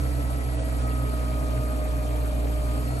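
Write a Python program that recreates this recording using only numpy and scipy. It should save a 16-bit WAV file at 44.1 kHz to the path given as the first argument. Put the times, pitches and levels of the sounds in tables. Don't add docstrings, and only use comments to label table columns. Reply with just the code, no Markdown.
import sys
import numpy as np
from scipy import signal
from scipy.fft import rfft, irfft
from scipy.io import wavfile

SR = 44100
rng = np.random.default_rng(int(sys.argv[2]) if len(sys.argv) > 2 else 0)


def file_out(sig):
    cols = np.atleast_2d(sig).T
    lim = np.clip(cols, -1, 1)
    pcm = np.round(lim * 32767).astype(np.int16)
    wavfile.write(sys.argv[1], SR, pcm)


def field_ratio(decibels):
    return 10 ** (np.asarray(decibels, dtype=float) / 20)


N = 132300
HZ = np.maximum(np.fft.rfftfreq(N, 1 / SR), 1)
SIDE = np.array([[.5], [-.5]])
CYLINDERS = 6


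def rms_one(x):
    return x / np.sqrt(np.mean(x ** 2) + 1e-20)


def in_time(rows):
    seconds, *columns = np.transpose(rows)
    return [np.interp(np.arange(N) / SR, seconds, column) for column in columns]


def at_hz(points, hz):
    table_hz, values = np.array(points)[:, 0], np.array(points)[:, 1]
    return np.interp(np.log(hz), np.log(np.maximum(table_hz, 1)), values)


def drift(rate_hz):
    r = np.exp(-80 * np.pi * rate_hz / SR)
    white = rng.standard_normal(N // 40 + 2002)
    slow = signal.lfilter([1], [1, -2 * r, r * r], white)[2000:]
    return np.interp(np.arange(N) / 40, np.arange(len(slow)), rms_one(slow - slow.mean()))


def resonance(x, hz, width_hz):
    r = np.exp(-np.pi * width_hz / SR)
    poles = [1, -2 * r * np.cos(2 * np.pi * hz / SR), r * r]
    return signal.lfilter([(1 - r * r) / 2, 0, (r * r - 1) / 2], poles, x)


# (frequency [Hz], likeness [0-1])
PORT_LIKENESS = [(150, .93), (300, .75), (600, .55), (2000, .45), (4000, .5), (6000, .8), (11000, .85)]
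# (frequency [Hz], lead [rad])
PORT_LEAD = [(0, 0.3), (600, 1.26), (1120, 2.33), (1810, 3.03), (3360, 10.27), (5860, 19.15), (8000, 19)]
# (frequency [Hz], level difference [dB])
PORT_BALANCE = [(60, -4), (150, -0.5), (380, 3.5), (950, 1.5), (2380, 0.5), (5980, -0.5), (15000, -7.5)]


def port_noise():
    shared, left, right = rfft(rng.standard_normal((3, N)))
    alike = np.clip(at_hz(PORT_LIKENESS, HZ), 0, 1)
    lead = np.interp(HZ, *np.transpose(PORT_LEAD))
    common = np.sqrt(alike) * shared * np.exp(1j * SIDE * lead)
    own = np.sqrt(1 - alike) * np.array([left, right])
    hiss_band = HZ < 11150
    return (common + own) * field_ratio(SIDE * at_hz(PORT_BALANCE, HZ)) * hiss_band


def coloured(spectrum, patchy_db):
    noise = port_noise() * field_ratio(at_hz(spectrum, HZ))
    together, out = drift(3.4), 0
    top = max(db for _, db in spectrum)
    for centre in np.arange(4.5, 14.5, .5):
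        if at_hz(spectrum, 2 ** centre) > top - 50:
            window = np.cos(np.pi * np.clip(np.log2(HZ) - centre, -.5, .5)) ** 2
            flicker_db = patchy_db * (0.12 * together + drift(38.0))
            out = out + field_ratio(flicker_db) * irfft(noise * window, N)
    return rms_one(out)


def narrow_noise(hz, width_hz, lead):
    low_pass = signal.butter(4, width_hz / 2, fs=SR, output="sos")
    a, b = signal.sosfilt(low_pass, rng.standard_normal((2, N)))
    phase = 2 * np.pi * np.cumsum(hz * np.ones(N)) / SR + lead * SIDE
    return rms_one(a * np.cos(phase) + b * np.sin(phase))


DRONE_WAVER_DB, WAVER_RATE_HZ = .35, 9.0
DRONE_PAN_DB_PER_HZ = -0.6
PHASE_WANDER_RAD, PHASE_LEAD_RAD = .7, 1.2
# (frequency [Hz], width [Hz], lift [dB])
CAB_RESONANCES = [(125, 12, 9), (244.5, 11, 16), (293, 20.4, 6.5), (1925, 110, 10), (2480, 70, 10)]


def tones(table, cycle_hz, waver_db, wander_hz=1.5):
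    turn, out = 2 * np.pi * np.cumsum(cycle_hz) / SR, np.zeros((2, N))
    for multiple, db, pan_db, lead in table:
        multiple = round(multiple)
        tone_hz = multiple * cycle_hz
        lift = sum(lift_db / (1 + (2 * (tone_hz - hz) / width) ** 4) for hz, width, lift_db in CAB_RESONANCES)
        waver = (DRONE_WAVER_DB if multiple == CYLINDERS else waver_db) * drift(WAVER_RATE_HZ)
        free_start = multiple not in (CYLINDERS, 2 * CYLINDERS)
        phase = multiple * turn + rng.uniform(0, 2 * np.pi) * free_start
        if multiple == CYLINDERS:
            pan_db = pan_db + DRONE_PAN_DB_PER_HZ * (tone_hz - tone_hz.mean())
        else:
            phase = phase + PHASE_LEAD_RAD + PHASE_WANDER_RAD * drift(wander_hz)
        level = field_ratio(db + lift + waver + SIDE * pan_db)
        out += np.sqrt(2) * level * np.cos(phase + SIDE * lead)
    return out


# (multiple of the cycle rate, level [dB rms], left over right [dB], left lead [rad])
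ENGINE_ORDERS = [(4, -49.5, -10, -1.4), (6, -27.5, -2.5, -0.33), (9, -64.5, -21, 0.82),
                 (12, -47, 1.5, -0.04), (15, -57.5, 15, -0.1), (18, -52, 2, 0.18), (24, -60, -3, 0.14),
                 (27, -50.5, -2, 0.48), (28, -53.5, -12.5, 0.051), (30, -51.5, -6.5, 0.92),
                 (42, -58, 11.5, 0.24)]


def drone(cycle_hz, gain_db):
    return field_ratio(gain_db) * tones(ENGINE_ORDERS, cycle_hz, waver_db=1.8)


# (multiple of the cycle rate, level before lift and gain [dB rms], left over right [dB], left lead [rad])
MESH_TONES = [(62, -45.5, 1.4, -0.14)]
MESH_OVERTONES = [(123.5, -47.5, 1, 1.95)]
ROUGH_MESH_OVERTONES = [(186, -64.5, 1.5, 4), (248, -72, -4, 5.6)]


def gears(cycle_hz, mesh_db, overtone_db):
    mesh = field_ratio(mesh_db) * tones(MESH_TONES, cycle_hz, waver_db=1.2)
    overtones = field_ratio(overtone_db) * tones(MESH_OVERTONES, cycle_hz, waver_db=1.2)
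    rough = tones(ROUGH_MESH_OVERTONES, cycle_hz, waver_db=2.2, wander_hz=22.0)
    return mesh + overtones + rough


def boom():
    hz, width_hz, level_db = 120, 20, -39
    shaken = resonance(irfft(port_noise(), N), hz, width_hz)
    return field_ratio(level_db) * rms_one(resonance(shaken, hz, 2 * width_hz))


# (frequency [Hz], relative density [dB per Hz])
RUMBLE_COLOUR = [(28, -32), (45, -10.5), (130, -16), (205, -17), (260, -7.5), (310, -14.5), (355, -17.5),
                 (440, -12.5), (640, -12), (760, -15), (850, -20), (1110, -21), (1400, -24), (2100, -28.5),
                 (5400, -39)]


def rumble():
    return field_ratio(-36.5) * coloured(RUMBLE_COLOUR, patchy_db=2)


# (frequency [Hz], relative level [dB], width [Hz])
RATTLE_RESONANCES = [(2355, -5.5, 40), (3174, -5, 104), (4310, -10.5, 93)]


def rattle(firing_hz):
    level_db, decay_s, spread_db, steady, waver_db = -56.5, .0025, 3.0, .35, .4
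    noise, out = irfft(port_noise(), N), 0
    fade = np.exp(-1 / (decay_s * SR))
    for hz, db, width in RATTLE_RESONANCES:
        struck = rng.random(N) < firing_hz / SR
        blows = struck * field_ratio(spread_db * rng.standard_normal(N))
        burst = signal.lfilter([1], [1, -fade], blows) + steady
        part = rms_one(resonance(noise * burst, hz, width))
        out = out + field_ratio(db + waver_db * drift(2.5)) * part
    return field_ratio(level_db) * rms_one(out)


# (frequency [Hz], relative density [dB per Hz])
AIR_COLOUR = [(3800, -6), (4900, 10), (6400, -34), (6950, 11), (7500, -12.5), (8200, 12.5), (9000, -0.5),
              (11100, 0.5)]


def air(flow_db):
    return field_ratio(-53 + flow_db) * coloured(AIR_COLOUR, patchy_db=1.5)


# (time [s], pitch [Hz], level before flicker [dB])
TURBO_WHISTLE = [(1.1, 11680, -95), (1.4, 11600, -60), (2, 11460, -58), (2.6, 11390, -59), (3, 11520, -58)]
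WHISTLE_LEAD_RAD = 0.3


def turbo():
    hz, db = in_time(TURBO_WHISTLE)
    flicker_db = 2.0 * drift(39.0)
    return field_ratio(db + flicker_db) * narrow_noise(hz, 70, WHISTLE_LEAD_RAD)


def ring():
    start_s, length_s, pitch_hz, pitch_spread_hz, level_db = 2.85, .15, 4270, 6, -59
    age = (np.arange(N) / SR - start_s) / length_s
    envelope = np.clip(8 * np.minimum(age, 1 - age), 0, 1)
    turn = 2 * np.pi * np.cumsum(pitch_hz + pitch_spread_hz * drift(35.0)) / SR
    return field_ratio(level_db) * envelope * np.sqrt(2) * np.sin(turn)


# (centre [Hz], level outside the gaps [dB]; the lowest also yields to the whistle)
TREBLE_STRIPS = [(11320, -54), (12600, -61), (13200, -68), (13700, -67), (14300, -66)]
# (time [s], offset [spreads of chance])
STRIP_PRESENCE = [(.28, .9), (.4, -1.4), (.72, -.8), (1.2, .4)]


def gappy_treble():
    out = np.zeros((2, N))
    presence, = in_time(STRIP_PRESENCE)
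    _, whistle_db = in_time(TURBO_WHISTLE)
    for k, (hz, db) in enumerate(TREBLE_STRIPS):
        lowest = k == 0
        shortfall = np.minimum(drift(9.0) + presence + lowest, 0)
        gain = field_ratio(db + 60.0 * shortfall)
        if lowest:
            gain = gain * field_ratio(-.2 * (whistle_db - whistle_db[0]))
        out += gain * narrow_noise(hz, 240, WHISTLE_LEAD_RAD if lowest else 1.35)
    return out


# (time [s], firing rate [firings per s])
ENGINE_SPEED = [(0, 63.7), (.45, 62.9), (.8, 61.6), (1.15, 60.75), (1.6, 60.0), (2.1, 59.45), (2.62, 59.1),
                (2.76, 59.9), (2.86, 61.3), (3.0, 64.6)]
# (time [s], drone [dB], gear mesh [dB], mesh overtones [dB], air flow [dB])
ENGINE_GAINS = [(0, 2, -9, -1.5, 1), (.4, -0.5, -11, -0.5, -1.5), (.6, 0.5, 3.5, -6.5, 0.5),
                (.85, 1.5, -5.5, 4, 0), (1.15, 1, 1.5, 5, -0.5), (1.7, 1.3, 4, 2.5, -2),
                (2.1, 1.6, 4, -1.5, -2), (2.45, 2.5, 4, -7.5, -2.5), (2.76, 2, 2.5, 4.5, 2.5),
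                (2.87, -0.5, -9, -2, 1), (3.0, -2, -3, 1, 3)]


def scene():
    firing_hz, = in_time(ENGINE_SPEED)
    drone_db, mesh_db, overtone_db, flow_db = in_time(ENGINE_GAINS)
    speed_jitter = 0.00086 * drift(18.4)
    cycle_hz = firing_hz / CYLINDERS * (1 + speed_jitter)
    engine = drone(cycle_hz, drone_db) + gears(cycle_hz, mesh_db, overtone_db)
    cab = boom() + rumble() + rattle(firing_hz)
    return engine + cab + air(flow_db) + turbo() + ring() + gappy_treble()


def top_cut(x):
    return signal.sosfilt(signal.butter(12, 15670, fs=SR, output="sos"), x)


def record(dry):
    return top_cut(dry)


dry = scene()
out = record(dry)
file_out(out)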